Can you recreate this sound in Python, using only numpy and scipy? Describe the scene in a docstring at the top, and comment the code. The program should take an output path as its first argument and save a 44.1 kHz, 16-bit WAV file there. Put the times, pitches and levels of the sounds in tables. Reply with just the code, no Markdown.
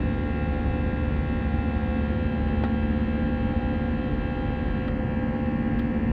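"""A buzz-saw drone throbs over rumbling air: an airliner cabin at night, at a window beside a jet engine.
The fan's uneven blades sound a stack of shaft orders, the core hums at steady thrust, and a far
engine slightly out of step beats against both. Airflow rumbles and hisses through the fuselage.
Tones swell and fade as a hand-held microphone drifts through the cabin's standing waves,
and fingers shift a few times on its case."""
import sys
import numpy as np
from scipy import signal
from scipy.fft import rfft, irfft
from scipy.io import wavfile

SR = 44100
rng = np.random.default_rng(int(sys.argv[2]) if len(sys.argv) > 2 else 0)


def dump(signal):
    """Clip the signal to [-1, 1] and save it as 16-bit WAV at the path in sys.argv[1]."""
    limited = np.clip(np.atleast_2d(signal).T, -1, 1)
    pcm = np.round(limited * 32767).astype(np.int16)
    wavfile.write(sys.argv[1], SR, pcm)


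N = 269892
TIME = np.arange(N) / SR
FAR_SHAFT_HZ = 73.228

# buzz-saw tones of the near fan: shaft order, level/dB rms
BUZZ_TONES = [(1, -32), (2, -41.4), (3, -33), (4, -41), (5, -46), (6, -51.1), (7, -39.4), (8, -55.8),
              (10, -50.2), (11, -44.3), (12, -57.6), (13, -55.1), (14, -55.3), (15, -53.4), (17, -65.2),
              (18, -63), (19, -51.4), (22, -49.3), (23, -55.1), (24, -57.7), (25, -52.8), (26, -60.4),
              (27, -57.3), (28, -57.8), (29, -63), (30, -76), (31, -63.3), (32, -60.8), (33, -62.1),
              (34, -72), (35, -64), (36, -53.8), (37, -71.6), (38, -70.1), (39, -64.5), (40, -68),
              (41, -75), (42, -74), (43, -61.5), (44, -70.5), (45, -87), (46, -68), (47, -76.5), (48, -72),
              (50, -74), (51, -69.8), (54, -71.5), (55, -78.5), (57, -80), (58, -80), (59, -84.5),
              (61, -85), (62, -87)]


def fans(usual_far_db=-16, wander_db=0.17, flutter_db=0.86):
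    """The buzz-saw: each shaft order throbs against the far fan and swells or fades in standing waves."""
    # the near fan hunts a little above the far one: t/s, lead in shaft speed/Hz
    speed_lead = [(0, 0.0622), (1, 0.0925), (2, 0.0907), (3, 0.1092), (3.7, 0.075), (4.4, 0.115),
                  (5.2, 0.0766), (6.12, 0.0898)]
    # tones in which the far fan is strong: shaft order, crest t/s, far level against near/dB
    strong_beats = [(1, .25, -6), (3, 2.66, -4), (7, .74, -15.5), (8, 1.1, -9), (10, .68, -8.5),
                    (11, 0.61, -8), (12, .95, -6), (13, 0.24, -12.5), (14, .86, -12.5), (15, 0.49, -13.5),
                    (17, .58, -9.5), (18, 0.62, 0), (22, .32, -11.5), (29, 0.088, -9), (32, 0.083, -7.5),
                    (33, .01, -12), (36, 0.41, -7)]
    # the hand carries the microphone slowly along the window: t/s, place/cm
    mic_path = [(0, 0), (1.9, 0.24), (2.25, 2), (3.4, 2), (4.6, 2), (5.2, 3.5), (5.6, 4), (6.12, 4.5)]
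    # tones that form standing waves: shaft order, loud spot/cm, reflected share/0-1
    standing_tones = [(10, -2, .6), (11, 2, .5), (13, 7, .4), (19, -0.6, .92), (22, 1.8, .6), (24, 5, .43),
                      (25, 7, 0.3), (26, -1.5, 0.5), (27, 3, 0.7), (28, -1.7, .53), (32, 3, 0.4),
                      (33, -1, 0.98), (35, 2.5, 0.1), (36, 0.5, 0.3), (38, 4, .93), (39, 3.5, 0.4),
                      (40, 1.3, 0.2), (43, 2.1, .95), (44, 3, 0.7), (46, 0.5, .52), (48, -0.5, .95),
                      (50, .4, .95), (51, 0.5, .95), (54, 2.5, .95)]
    lead_turns = np.cumsum(in_time(speed_lead)) / SR
    shaft_turns = FAR_SHAFT_HZ * TIME + lead_turns
    mic_cm = in_time(mic_path)
    beats = {round(order): rest for order, *rest in strong_beats}
    standing = {round(order): rest for order, *rest in standing_tones}
    buzz = np.zeros(N)
    for order, level_db in BUZZ_TONES:
        crest_s, far_db = beats.get(order, (rng.random() * N / SR, usual_far_db))
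        loud_cm, reflected = standing.get(order, (0, 0))
        pair = throbbing(order * shaft_turns + shock_phase(order), order * lead_turns, crest_s, far_db)
        heard = rms_one(pair * standing_wave(order * FAR_SHAFT_HZ, mic_cm - loud_cm, reflected))
        # turbulence at the inlet makes each tone wander and flutter
        buzz += from_db(level_db + wander_db * drift(1.1) + flutter_db * drift(14)) * heard
    return buzz + fan_sizzle(shaft_turns)


def shock_phase(order, sweep_turns=.015, scatter_turns=.15):
    """Phase in turns: higher orders lag through the wall, smearing each blade shock into a rising chirp."""
    return -sweep_turns * order ** 2 + scatter_turns * rng.standard_normal()


def throbbing(turns, lead_turns, crest_s, far_db):
    """A tone beats with its twin from the far engine, which slips behind; they are in step at crest_s."""
    behind = lead_turns - np.interp(crest_s, TIME, lead_turns)
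    return rms_one(tone(turns) + from_db(far_db) * tone(turns - behind))


def standing_wave(hz, offset_cm, reflected, sound_cm_per_s=34300):
    """Gain of a tone plus its reflection, offset_cm away from a loud spot."""
    return np.abs(1 + reflected * np.exp(4j * np.pi * hz * offset_cm / sound_cm_per_s))


def fan_sizzle(shaft_turns, uneven_db=3.0):
    """Weak, uneven high orders between and above the buzz-saw tones fall away towards the treble."""
    # mean strength of one weak order: f/Hz, level/dB rms
    rolloff = [(3000, -77), (3500, -84), (4200, -88), (4600, -89.5), (5100, -94), (6000, -99), (8500, -111)]
    orders = np.setdiff1d(np.arange(30, 117), [order for order, _ in BUZZ_TONES])
    levels_db = at_hz(rolloff, orders * FAR_SHAFT_HZ) + uneven_db * rng.standard_normal(len(orders))
    return sum(from_db(db) * tone(order * shaft_turns + shock_phase(order))
               for order, db in zip(orders, levels_db))


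def core(hum_hz=236.25, wobble_hz=0.33, slip_hz=.33):
    """The cores' hum heaves slowly and grows, fluttering at about 16 Hz against the fan's third order."""
    # swell of the hum: t/s, level/dB
    swell = [(0, -39), (1.6, -35.5), (2.3, -35), (3.3, -35), (4.9, -34), (5.55, -29.5), (6.12, -32.5)]
    turns = np.cumsum(hum_hz + wobble_hz * drift(4.5)) / SR
    return from_db(in_time(swell)) * throbbing(turns, slip_hz * TIME, crest_s=3.4, far_db=-8.5)


def fingers(tick_hz=13500, tick_s=.0009, soft_hz=3050, off_pitch_db_per_octave=-8.5):
    """Each touch knocks the case's modes, most near its own pitch; slipping skin adds a bright tick."""
    # fingers on the case: t/s, knock level/dB, contact pitch/Hz, tick level/dB
    touches = [(2.635, -35, 3300, -87), (2.6372, -20, 620, -84), (2.6385, -30, 2400, -82),
               (2.6405, -20.5, 1000, -73), (2.6478, -33, 3700, -79), (2.651, -30, 1250, -89),
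               (4.8805, -33, 2700, -80), (4.883, -28, 1300, -76), (4.8855, -43, 7000, -75),
               (5.400, -42, 3500, -64), (5.458, -38, 3500, -69), (5.790, -32, 3600, -83),
               (5.7943, -28, 3450, -45.5), (5.7995, -31.5, 3400, -75)]
    # ringing modes of the case: f/Hz, level/dB, t60/s
    case_modes = [(452, 4, 0.028), (560, -1.5, 0.015), (789, -1, 0.051), (1350, -1.5, 0.03),
                  (1870, -6, 0.046), (2400, -9.5, 0.012), (3190, -7, 0.035), (3500, -12.5, 0.04),
                  (3760, -11.5, 0.069), (3900, -18, 0.04), (4280, -22.5, 0.05), (4540, -19, 0.041),
                  (7400, -14.5, .02), (7950, -14, .02)]
    times, knock_db, contact_hz, tick_db = np.transpose(touches)
    onsets = np.round(times * SR).astype(int)
    body = np.zeros(N)
    for hz, mode_db, t60 in case_modes:
        octaves_off = np.abs(np.log2(hz / contact_hz))
        knocks = np.zeros(N)
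        knocks[onsets] = from_db(knock_db + mode_db + off_pitch_db_per_octave * octaves_off)
        body += ring(knocks, hz, t60)
    scuffs = sum(scuff(s, db, hz) for s, db, hz in zip(times, knock_db, contact_hz))
    soft = signal.sosfilt(signal.butter(2, soft_hz, fs=SR, output="sos"), body + scuffs)  # flesh is soft
    slips = sum(from_db(db) * np.exp(-np.abs(TIME - s) / tick_s) for s, db in zip(times, tick_db))
    tick_band = signal.butter(4, [.87 * tick_hz, 1.17 * tick_hz], "band", fs=SR, output="sos")
    return soft + signal.sosfilt(tick_band, slips * rng.standard_normal(N))


def scuff(at_s, knock_db, contact_hz, rub_db=-20, fade_s=0.0042, width_octaves=0.8):
    """Skin rubs over the case around a knock, in a band about the pitch of the contact."""
    rub = from_db(knock_db + rub_db) * np.exp(-np.abs(TIME - at_s) / fade_s)
    edges_hz = contact_hz * 2 ** (width_octaves * np.array([-.5, .5]))
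    band = signal.butter(2, edges_hz, "band", fs=SR, output="sos")
    return signal.sosfilt(band, (rub + 1e-18) * rng.standard_normal(N))


def airflow(rumble_top_hz=1200):
    """A bed of turbulence on the fuselage: the wall lets rumble in, dulls hiss and rings in its panels."""
    # rumble of airflow and exhaust through the wall: f/Hz, level/dB per Hz
    rumble_spectrum = [(10, -65), (30, -61), (46, -47.5), (62, -48.5), (72, -52.5), (86, -50.5),
                       (105, -50.5), (130, -55), (195, -55), (225, -56.5), (260, -54.5), (290, -56),
                       (312, -61), (345, -61), (385, -71), (505, -65), (620, -76), (790, -72.5), (950, -84)]
    # hiss of the air through the wall: f/Hz, level/dB per Hz
    hiss_spectrum = [(600, -90.5), (950, -82.5), (1100, -80.5), (1200, -86.5), (1900, -81.5), (2400, -86.5),
                     (2900, -88), (3100, -92), (3700, -98), (4100, -104), (4700, -104.5), (5150, -112.5),
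                     (7700, -119.5), (9500, -129), (12500, -130), (15500, -136)]
    # wall panels that ring in the hiss: f/Hz, width/Hz, boost/dB
    panels = [(1340, 210, 4.5), (1656, 240, 4), (1860, 650, 1), (2657, 66, 5), (3340, 75, 2),
              (3730, 800, 4), (4230, 86, 9), (4570, 160, 3)]
    hz = np.fft.rfftfreq(N, 1 / SR)
    panels_db = sum(db / (1 + (2 * (hz - centre) / width) ** 2) for centre, width, db in panels)
    rumble = from_db(at_hz(rumble_spectrum, hz)) / np.sqrt(1 + (hz / rumble_top_hz) ** 12)
    hiss = from_db(at_hz(hiss_spectrum, hz) + panels_db)
    return irfft(rfft(rng.standard_normal(N)) * np.hypot(rumble, hiss), N) * np.sqrt(SR / 2)


def from_db(db):
    """Decibels to gain."""
    return 10 ** (np.asarray(db) / 20)


def rms_one(x):
    """Scale to rms 1."""
    return x / np.sqrt(np.mean(x ** 2) + 1e-20)


def in_time(points):
    """A breakpoint curve, sample by sample."""
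    return np.interp(TIME, *np.transpose(points))


def at_hz(points, hz):
    """Read a spectrum on a log-frequency axis."""
    known_hz, level = np.transpose(points)
    return np.interp(np.log(hz + 1e-9), np.log(known_hz), level)


def drift(rate):
    """Glide between random values of spread 1, `rate` of them a second."""
    knots = rng.standard_normal(int(N / SR * rate) + 2)
    return np.interp(TIME * rate, np.arange(len(knots)), knots)


def tone(turns):
    """A sine of rms 1 that follows a count of turns."""
    return np.sqrt(2) * np.sin(2 * np.pi * turns)


def ring(clicks, hz, t60):
    """A unit click sets a sine of height 1 ringing."""
    decay = np.exp(-np.log(1000) / (t60 * SR))
    step = 2 * np.pi * hz / SR
    return signal.lfilter([0, np.sin(step)], [1, -2 * decay * np.cos(step), decay ** 2], clicks + 1e-18)


def scene():
    """Engines and airflow fill the cabin; the touches are right at the microphone."""
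    return (fans() + core() + airflow() + fingers())[None]


def record(dry):
    """The grip shifts and shades the microphone port, notching the treble; the very top is cut off."""
    grip_s, move_s = 4.88, 0.03
    notch_hz, width_hz, notch_db, cutoff_hz = 3670, 1000, -9, 16400
    shaded_band = signal.filtfilt(*signal.iirpeak(notch_hz, notch_hz / width_hz, fs=SR), dry)
    covered = np.clip((TIME - grip_s) / move_s, 0, 1)
    heard = dry + (from_db(notch_db * covered) - 1) * shaded_band
    soft_ends = signal.windows.tukey(N, .0012)
    return signal.sosfilt(signal.cheby2(12, 70, cutoff_hz, fs=SR, output="sos"), heard * soft_ends)


dry = scene()
out = record(dry)
dump(out)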